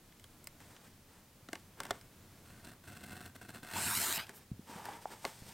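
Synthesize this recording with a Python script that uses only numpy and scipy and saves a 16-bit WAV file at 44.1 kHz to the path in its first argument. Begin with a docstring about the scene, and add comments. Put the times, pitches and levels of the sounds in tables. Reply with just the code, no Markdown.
"""A utility knife trims thick leather on a plastic cutting board, close by in a quiet workshop.
The blade creeps along in short catches, snapping fibres that make the knife ring, then runs out
in one quick stroke where the snaps blur into a rasp. Before the cut, the knife clicks as it is
set down. Afterwards a hand bumps the board and swivels the leather round, so that its rough back
rubs on the plastic, and the knife is set down again."""
import sys
import numpy as np
from scipy import signal
from scipy.fft import rfft, irfft
from scipy.io import wavfile
from scipy.ndimage import map_coordinates

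SR = 44100
rng = np.random.default_rng(int(sys.argv[2]) if len(sys.argv) > 2 else 0)


def transcribe(signal):
    """Save signal, clipped to [-1, 1], as a 16-bit WAV file at the path in sys.argv[1]."""
    frames = np.atleast_2d(signal).T
    limited = np.clip(frames, -1, 1)
    pcm = np.round(limited * 32767).astype(np.int16)
    wavfile.write(sys.argv[1], SR, pcm)


N = 243873
T = np.arange(N) / SR
RUN_S, EXIT_S = 3.702, 4.178  # the blade starts to speed up; it leaves the leather
PUSH_ATTACK_S = 0.0079


def undb(db):
    """Turn decibels into a number to multiply by."""
    return 10 ** (np.asarray(db) / 20)


def unit(x):
    """Scale a sound to an average power of 1."""
    return x / np.sqrt(np.mean(x ** 2))


def fade(t, t60):
    """Start at t = 0 and die away, losing 60 dB every t60 seconds."""
    return (t >= 0) * np.exp(-np.log(1000) * np.maximum(t, 0) / t60)


def envelope(start_s, length_s, attack_s, t60):
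    """Rise, hold until the length is over, then die away."""
    return np.clip((T - start_s) / attack_s, 0, 1) * fade(np.maximum(T - start_s - length_s, 0), t60)


def add(track, start_s, sound):
    """Mix a sound into the track at the given time."""
    i = max(int(start_s * SR), 0)
    track[i:i + len(sound)] += sound[:N - i]


def wander(rate):
    """A random drift, about 1 in size, that turns rate times a second."""
    return unit(np.interp(T * rate, np.arange(N), rng.standard_normal(N)))


def colour(x, points):
    """Shape the tone along (pitch_hz, level_db) points. Only the gaps between levels matter."""
    hz, db = np.transpose(points)
    octave = np.log2(np.maximum(np.fft.rfftfreq(8192, 1 / SR), 1))
    octaves_outside = np.maximum(np.log2(hz[0]) - octave, 0) + np.maximum(octave - np.log2(hz[-1]), 0)
    curve_db = np.interp(octave, np.log2(hz), db) - 20 * np.minimum(octaves_outside, 2)
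    # build the filter so that it never sounds ahead of its input
    cepstrum = irfft(np.log(undb(curve_db)))
    half = len(cepstrum) // 2
    response = irfft(np.exp(rfft(2 * cepstrum[:half], 2 * half)))
    return signal.fftconvolve(x, response / np.linalg.norm(response))[:N]


def resonate(x, hz, width_hz):
    """Ring at one pitch; the narrower the width, the longer the ring."""
    return signal.lfilter(*signal.iirpeak(hz, hz / width_hz, fs=SR), x)


def ring(x, modes):
    """Shake an object's natural notes (modes); neighbouring ones swing in opposite directions."""
    response = sum((-1) ** k * undb(db) * np.sin(2 * np.pi * hz * T) * fade(T, t60)
                   for k, (hz, t60, db) in enumerate(modes))
    return signal.fftconvolve(x, response / np.linalg.norm(response))[:N]


def grains(rate, spread_db, slip_rate, slip_db, smooth):
    """Tiny snaps, rate a second, over smooth friction; sticking and slipping bunches them up."""
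    snaps = (rng.random(N) < rate / SR) * rng.choice([-1, 1], N)
    sizes = undb(spread_db * np.clip(rng.standard_normal(N), -2, 2))
    friction = unit(snaps * sizes) + smooth * rng.standard_normal(N)
    return unit(friction * undb(slip_db * wander(slip_rate)))


# Tone of the quiet room: pitch_hz, level_db
ROOM_TONE = [(20, -2), (53, -13.5), (88, 0), (125, -4.5), (200, -6.5), (270, -10), (400, -15), (700, -18.5),
             (1600, -22.5), (3000, -26), (16000, -31.5)]

def background(room_db=-61, waver_db=1.0, hiss_db=-68.5):
    """Low room noise shared by both channels, plus each channel's own amplifier hiss."""
    air = unit(colour(rng.standard_normal(N), ROOM_TONE)) * undb(room_db + waver_db * wander(2.51))
    return air + undb(hiss_db) * rng.standard_normal((2, N))


def workshop_echo(dry, echo_db=-14, t60=0.23, dull_hz=2500):
    """The bench and walls add a short, dull echo."""
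    t = T[:SR // 2]
    tail = rng.standard_normal(len(t)) * fade(t - .004, t60)
    tail = signal.sosfilt(signal.butter(1, dull_hz, fs=SR, output="sos"), tail / np.linalg.norm(tail))
    return dry + undb(echo_db) * signal.fftconvolve(dry, tail)[:N]


# A hand brushes past as the knife is lifted: start_s, length_s, level_db
SWISH = (4.32, 0.093, -57)
# Tone of skin on the board: pitch_hz, level_db
SKIN_TONE = [(3000, -12), (7000, -5), (13000, 0), (16000, -5)]

def hand_swish():
    """Skin skims the board with a short, bright hiss."""
    start_s, length_s, level_db = SWISH
    touch = np.sin(np.pi * np.clip((T - start_s) / length_s, 0, 1)) ** 2
    return colour(rng.standard_normal(N), SKIN_TONE) * touch * undb(level_db)


# Leather and hands sliding on the board: start_s, length_s, drag_db, hiss_db
SLIDES = [(0.573, 0.31, -64, -65), (1.07, .11, -65.5, -68), (1.505, 0.047, -57, -64),
          (1.759, 0.18, -53.5, -62), (4.238, 0.16, -62, -66), (4.663, .06, -57, -64.5),
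          (4.725, 0.14, -52.5, -61.5), (4.837, .135, -55.5, -90), (5.072, 0.074, -58, -68),
          (5.226, 0.066, -55, -57), (5.452, 0.09, -66, -62.5)]
# Tone of the low drag: pitch_hz, level_db
DRAG_TONE = [(88, -27), (150, -7.5), (187, -6), (294, -10.5), (524, -7.5), (569, -12.5), (859, -8.5),
             (1210, -12.5), (1730, -14), (2410, -22.5), (4000, -30.5), (5200, -58), (8800, -120)]
# Tone of the hiss above it: pitch_hz, level_db
HISS_TONE = [(1760, -12.5), (3000, -10), (4930, -7.5), (6900, -10.5), (8820, -6.5), (10100, -15.5),
             (13300, -13), (16000, -20)]

def leather_rubbing(swivel_s=4.546, slowing_db_per_s=10.5, attack_s=0.045):
    """The leather's rough back drags over the board, which sings when the piece is swivelled."""
    turning = np.clip((T - swivel_s) / 0.19, 0, 1)  # a faint brushing stays from here on
    drag, hiss = turning * undb(-68), turning * undb(-62.5)
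    for start_s, length_s, drag_db, hiss_db in SLIDES:
        slowing = undb(-slowing_db_per_s * np.clip(T - start_s, 0, length_s))
        drag += undb(drag_db) * slowing * envelope(start_s, length_s, attack_s, t60=0.19)
        hiss += undb(hiss_db) * slowing * envelope(start_s, length_s, attack_s, t60=0.49)
    roughness = grains(rate=4000, spread_db=1.5, slip_rate=65, slip_db=2.0, smooth=0.57)
    hum = unit(resonate(rng.standard_normal(N), hz=900, width_hz=70))
    hum *= turning * fade(T - swivel_s, t60=6.2) * undb(2)
    return (colour(roughness, DRAG_TONE) + hum) * drag + colour(roughness, HISS_TONE) * hiss * undb(-1)


# Soft blows of hand, knife and leather on the board: start_s, level_db, pitch_hz, fade_s
BUMPS = [(1.489, -40.5, 264, .022), (1.531, -34.5, 310, 0.027), (1.533, -38, 696, 0.026),
         (1.908, -32, 694, 0.03), (4.175, -43, 169, 0.052), (4.515, -24.5, 138, 0.025),
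         (4.529, -38, 110, 0.054), (4.593, -31.5, 183, 0.018), (4.694, -48.5, 280, 0.065),
         (4.758, -38, 177, 0.034), (4.886, -37, 818, 0.043), (5.056, -26, 757, .012),
         (5.245, -33, 830, 0.014), (5.259, -39, 480, 0.026), (5.421, -26.5, 128, 0.011)]

def board_bumps(gain_db=4, ring_db=3):
    """Soft blows swing the board briefly and leave a faint ring."""
    t, thuds = T[:SR // 4], np.zeros(N)
    for start_s, level_db, pitch_hz, fade_s in BUMPS:
        press = np.sin(np.pi / 2 * np.minimum(t * pitch_hz / 0.55, 1)) ** 2
        swing = np.sin(2 * np.pi * pitch_hz * t) * fade(t, fade_s)
        add(thuds, start_s, undb(level_db + gain_db) * press * swing)
    return thuds + undb(ring_db) * resonate(thuds, hz=850, width_hz=11)


# Clicks of the knife and its loose blade: start_s, level_db, steel_extra_db, ping_hz
CLICKS = [(0.123, -64, -6, 3280), (0.1965, -61.5, 3, 3030), (.241, -52.5, -4, 3270),
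          (0.442, -70, 19.5, 7950), (.4711, -48, 7.5, 5030), (.603, -58.5, 0, 1970),
          (0.7644, -54.5, -15, 3130), (1.487, -49, -9, 1350), (1.5306, -40, -3.5, 2080),
          (1.5543, -47, -8, 2140), (1.8025, -36.5, -7.5, 1410), (1.8335, -47.5, 0, 2080),
          (1.8523, -46, -4, 1490), (1.8657, -51.5, -6, 1530), (1.9075, -30, -9, 1410),
          (2.012, -59, 0, 5100), (4.268, -57, -1, 3180), (4.2931, -46.5, -5, 1830),
          (4.854, -45.5, -0.5, 1470), (4.934, -56, -12, 3520), (5.2506, -34, -10, 2090)]
# Natural notes of the board on its table: pitch_hz, fade_s, level_db
BOARD_MODES = [(113, 0.1, -5.5), (253, 0.065, -5.5), (407, 0.099, -7), (548, 0.04, -2.5), (716, 0.03, 3.5),
               (895, 0.064, -5), (1118, 0.019, 6), (1445, 0.016, 6.5), (1703, 0.011, 8)]
# Natural notes of the knife's plastic case: pitch_hz, fade_s, level_db
CASE_MODES = [(1794, 0.015, 8), (2080, 0.033, 3.5), (3250, 0.004, 5), (3400, 0.021, 0.5),
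              (4400, 0.013, -19), (4930, 0.012, -29)]
# Natural notes of the steel blade: pitch_hz, fade_s, level_db
STEEL_MODES = [(5030, 0.017, -7), (7950, 0.0055, -3), (8840, 0.0053, 19), (11500, 0.005, -6)]
# Tone of a click in the case: pitch_hz, level_db
CASE_TONE = [(700, -6), (1400, -6), (2100, 1.5), (3000, 1.5), (5200, -1.5), (7000, -7.5)]
# Tone of a click in the steel: pitch_hz, level_db
STEEL_TONE = [(4000, -29), (6500, -8), (8200, 9.5), (10500, 3), (16000, -2.5)]

def knife_clicks(firm_db=-46, crack=3.2, push=5.1, onset_s=.0006):
    """Each click is a crack and a brief chatter in case and steel; a firm one also pushes the board."""
    t = T[:SR // 10]
    board, case, steel, pings = np.zeros((4, N))
    rise = np.minimum(t / onset_s, 1)
    blow = np.arange(len(t)) == int(onset_s * SR)
    for start_s, level_db, steel_extra_db, ping_hz in CLICKS:
        chatter = rng.standard_normal(len(t)) * rise * fade(t, t60=0.017)
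        board_db = level_db - 0.66 * max(firm_db - level_db, 0)  # light clicks barely reach it
        add(board, start_s, undb(board_db) * (0.89 * chatter + push * blow))
        add(case, start_s, undb(level_db) * (chatter + crack * blow))
        add(steel, start_s, undb(level_db + steel_extra_db) * (chatter - crack * blow))
        ping = rise * np.sin(2 * np.pi * ping_hz * t) * fade(t, t60=0.014)
        add(pings, start_s, undb(level_db + 8) * ping)
    plastic = colour(case, CASE_TONE) + undb(-2.5) * ring(case, CASE_MODES)
    metal = colour(steel, STEEL_TONE) + undb(-13.5) * ring(steel, STEEL_MODES)
    return ring(board, BOARD_MODES) * undb(5) + plastic * undb(3) + metal * undb(5) + pings


def stroke_force(start_s=3.637, bear_down_s=0.13, rise_db=19.5, scrape_s=0.022):
    """The hand bears down to full force and holds it until the tip lifts off the board."""
    short_of_full = np.clip(1 - (T - start_s) / bear_down_s, 0, 1)
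    contact = envelope(start_s, EXIT_S + scrape_s - start_s, PUSH_ATTACK_S, t60=0.17)
    return undb(-rise_db * short_of_full) * contact


def blade_speed(speed_up_s=.15):
    """How fast the blade moves: 0 is creeping, 1 is running."""
    return np.clip((T - RUN_S) / speed_up_s, 0, 1)


# Tone of the board under the cut: pitch_hz, level_db
RUMBLE_TONE = [(55, -13), (95, 0.5), (125, -2.5), (160, -5.5), (250, -4), (380, -12), (500, -17)]

def board_rumble(snaps):
    """Snapping fibres shake the board into a low rumble."""
    return colour(snaps, RUMBLE_TONE)


# Pushes of the blade through the leather, ending in short nudges: start_s, length_s, level_db
PUSHES = [(2.444, 0.19, -65), (2.636, .085, -60.5), (2.834, 0.041, -62), (2.873, 0.16, -59),
          (3.029, 0.24, -56), (3.346, 0.028, -60.5), (3.409, 0.041, -58), (3.479, 0.036, -58.5),
          (3.534, 0.052, -57), (3.622, 0.016, -59)]
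# Natural notes of the knife pressed into the board: pitch_hz, width_hz, level_db
KNIFE_MODES = [(739, 31, 8.5), (1512, 170, 5.5), (1830, 80, 0), (2075, 45, 0.5), (2614, 250, -3),
               (3430, 190, -8.5), (4070, 120, -5.5), (5260, 100, -20), (7680, 490, -11.5), (8460, 170, -5),
               (9580, 98, -12), (10640, 130, -15), (13100, 1300, -19)]
# Tone of the creeping cut: pitch_hz, level_db
CREEP_TONE = [(210, -36), (350, -3), (498, -8.5), (730, -5), (817, 1.5), (1550, -4.5), (2310, -19),
              (2750, -15), (6530, -12.5), (8570, -14.5), (16000, -19.5)]

def slow_cut(catch_every_s=0.044, catch_length_s=0.02, breakaway_db=3.5, full_catch_db=-59):
    """Fibres part one by one and ring the knife; at each catch the blade slips and tears a bunch."""
    push, catches = np.zeros((2, N))
    jitter_s = 0.0015 * wander(24)
    for start_s, length_s, level_db in PUSHES:
        age_s = T - start_s
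        progress = np.clip(age_s / length_s, 0, 1)
        effort = envelope(start_s, length_s, PUSH_ATTACK_S, t60=0.14)
        effort *= undb(level_db - 7 * (progress - 0.49) ** 2)  # hardest near the middle
        push += effort
        slip = np.minimum((age_s + jitter_s) % catch_every_s / catch_length_s, 1)
        # the first catch gets a boost; light pushes scrape more smoothly
        grip_db = breakaway_db * (age_s < catch_length_s) - 0.88 * max(full_catch_db - level_db, 0)
        catches += effort * np.sin(np.pi * slip) * undb(grip_db)
    snaps = grains(rate=2200, spread_db=5.5, slip_rate=220, slip_db=2.5, smooth=0.39)
    ringing = unit(sum(undb(db) * resonate(snaps, hz, width) for hz, width, db in KNIFE_MODES))
    knife = unit(ringing + undb(-4.5) * colour(snaps, CREEP_TONE))
    run_up = stroke_force()
    cutting = push * undb(1.17) + catches * undb(-3) + run_up * undb(-40)
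    shaking = push * undb(1) + catches * undb(-8) + run_up * undb(-52)
    creeping = np.cos(np.pi / 2 * blade_speed())
    return creeping * (knife * cutting + board_rumble(snaps) * shaking)


def blade_song(hz, width_hz):
    """Friction makes the thin blade sing: a band of noise around a moving pitch."""
    lowpass = signal.butter(2, width_hz / 2, fs=SR, output="sos")
    swing = signal.sosfilt(lowpass, rng.standard_normal(N) + 1j * rng.standard_normal(N))
    return unit(np.real(swing * np.exp(2j * np.pi * np.cumsum(hz) / SR)))


def moving_contact(x, depth_db=4.1, spacing_hz=300, life_s=.04, rise_hz_per_s=4000):
    """As the point of contact moves, ringing pitches come and go, each gliding upward."""
    hz, t, spectrum = signal.stft(x, SR, nperseg=512)
    place = np.broadcast_arrays((hz[:, None] - rise_hz_per_s * t) / spacing_hz, t / life_s)
    strength = map_coordinates(rng.standard_normal(size=(128, 128)), place, order=3, mode="wrap")
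    return unit(signal.istft(spectrum * undb(depth_db * strength), SR)[1][:N])


# Tone of the running blade's rasp: pitch_hz, level_db
RASP_TONE = [(240, -38), (400, -10.5), (511, -22), (700, -1.5), (796, -10), (884, 4), (1030, -3), (1530, 2),
             (1820, -4), (3080, -6.5), (3420, -12), (3940, -4.5), (6500, -20.5), (8450, -35), (14300, -120)]
# Tone of the hiss of tearing fibres: pitch_hz, level_db
FIBRE_TONE = [(3240, -12.5), (5500, -7.5), (7130, 0.5), (7590, 2), (8300, -1), (9660, 0.5), (10600, -3.5),
              (13100, -1), (14000, -4), (16000, -13)]

def quick_stroke(rasp_db=-39.5, hiss_db=-38.5, rumble_db=-46, rumble_fall_db_per_s=17.5, exit_db=-10):
    """At speed the snaps merge into a rasp, whose tone sweeps upward as the edge comes near."""
    snaps = grains(rate=5000, spread_db=5, slip_rate=340, slip_db=1.22, smooth=0.6)
    running_s = np.maximum(T - RUN_S, 0)
    progress = np.minimum(running_s / (EXIT_S - RUN_S), 1)
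    # vibration bounces back from the leather's edge, sooner as the blade nears it
    lag_s = np.interp(progress, [0, 1], [.00042, .00033])
    snaps = moving_contact(snaps + 0.12 * np.interp(T - lag_s, T, snaps))
    # the blade's lower note wavers and fades; its upper note climbs and grows
    flex = np.minimum(running_s / 0.24, 1)
    lower = blade_song(8420 + 260 * wander(22), width_hz=1200) * undb(-3 * progress)
    upper = blade_song(10900 + 2420 * flex, width_hz=2800) * undb(-13 + 10 * progress)
    swell = undb(-14 * (progress - 0.59) ** 2)  # strongest just past halfway
    hiss = (colour(snaps, FIBRE_TONE) * swell + undb(-3.5) * (lower * swell + upper)) * undb(hiss_db)
    rumble = board_rumble(snaps) * undb(rumble_db - rumble_fall_db_per_s * running_s)
    rasp = colour(snaps, RASP_TONE) * undb(rasp_db + progress)  # grows 1 dB as the tip digs in
    tearing = np.where(T < EXIT_S, 1, undb(exit_db))  # past the edge the tip only scrapes the board
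    running = np.sin(np.pi / 2 * blade_speed())
    return running * stroke_force() * (rasp + rumble + hiss * tearing)


def scene():
    """All the work happens straight under one microphone, over the room's quiet noise."""
    work = slow_cut() + quick_stroke() + leather_rubbing() + hand_swish()
    work += knife_clicks() + board_bumps()
    return workshop_echo(work) + background()


def record(dry, top_hz=15900):
    """The recorder cuts off the highest treble."""
    return signal.sosfilt(signal.ellip(10, .2, 70, top_hz, fs=SR, output="sos"), dry)


dry = scene()
out = record(dry)
transcribe(out)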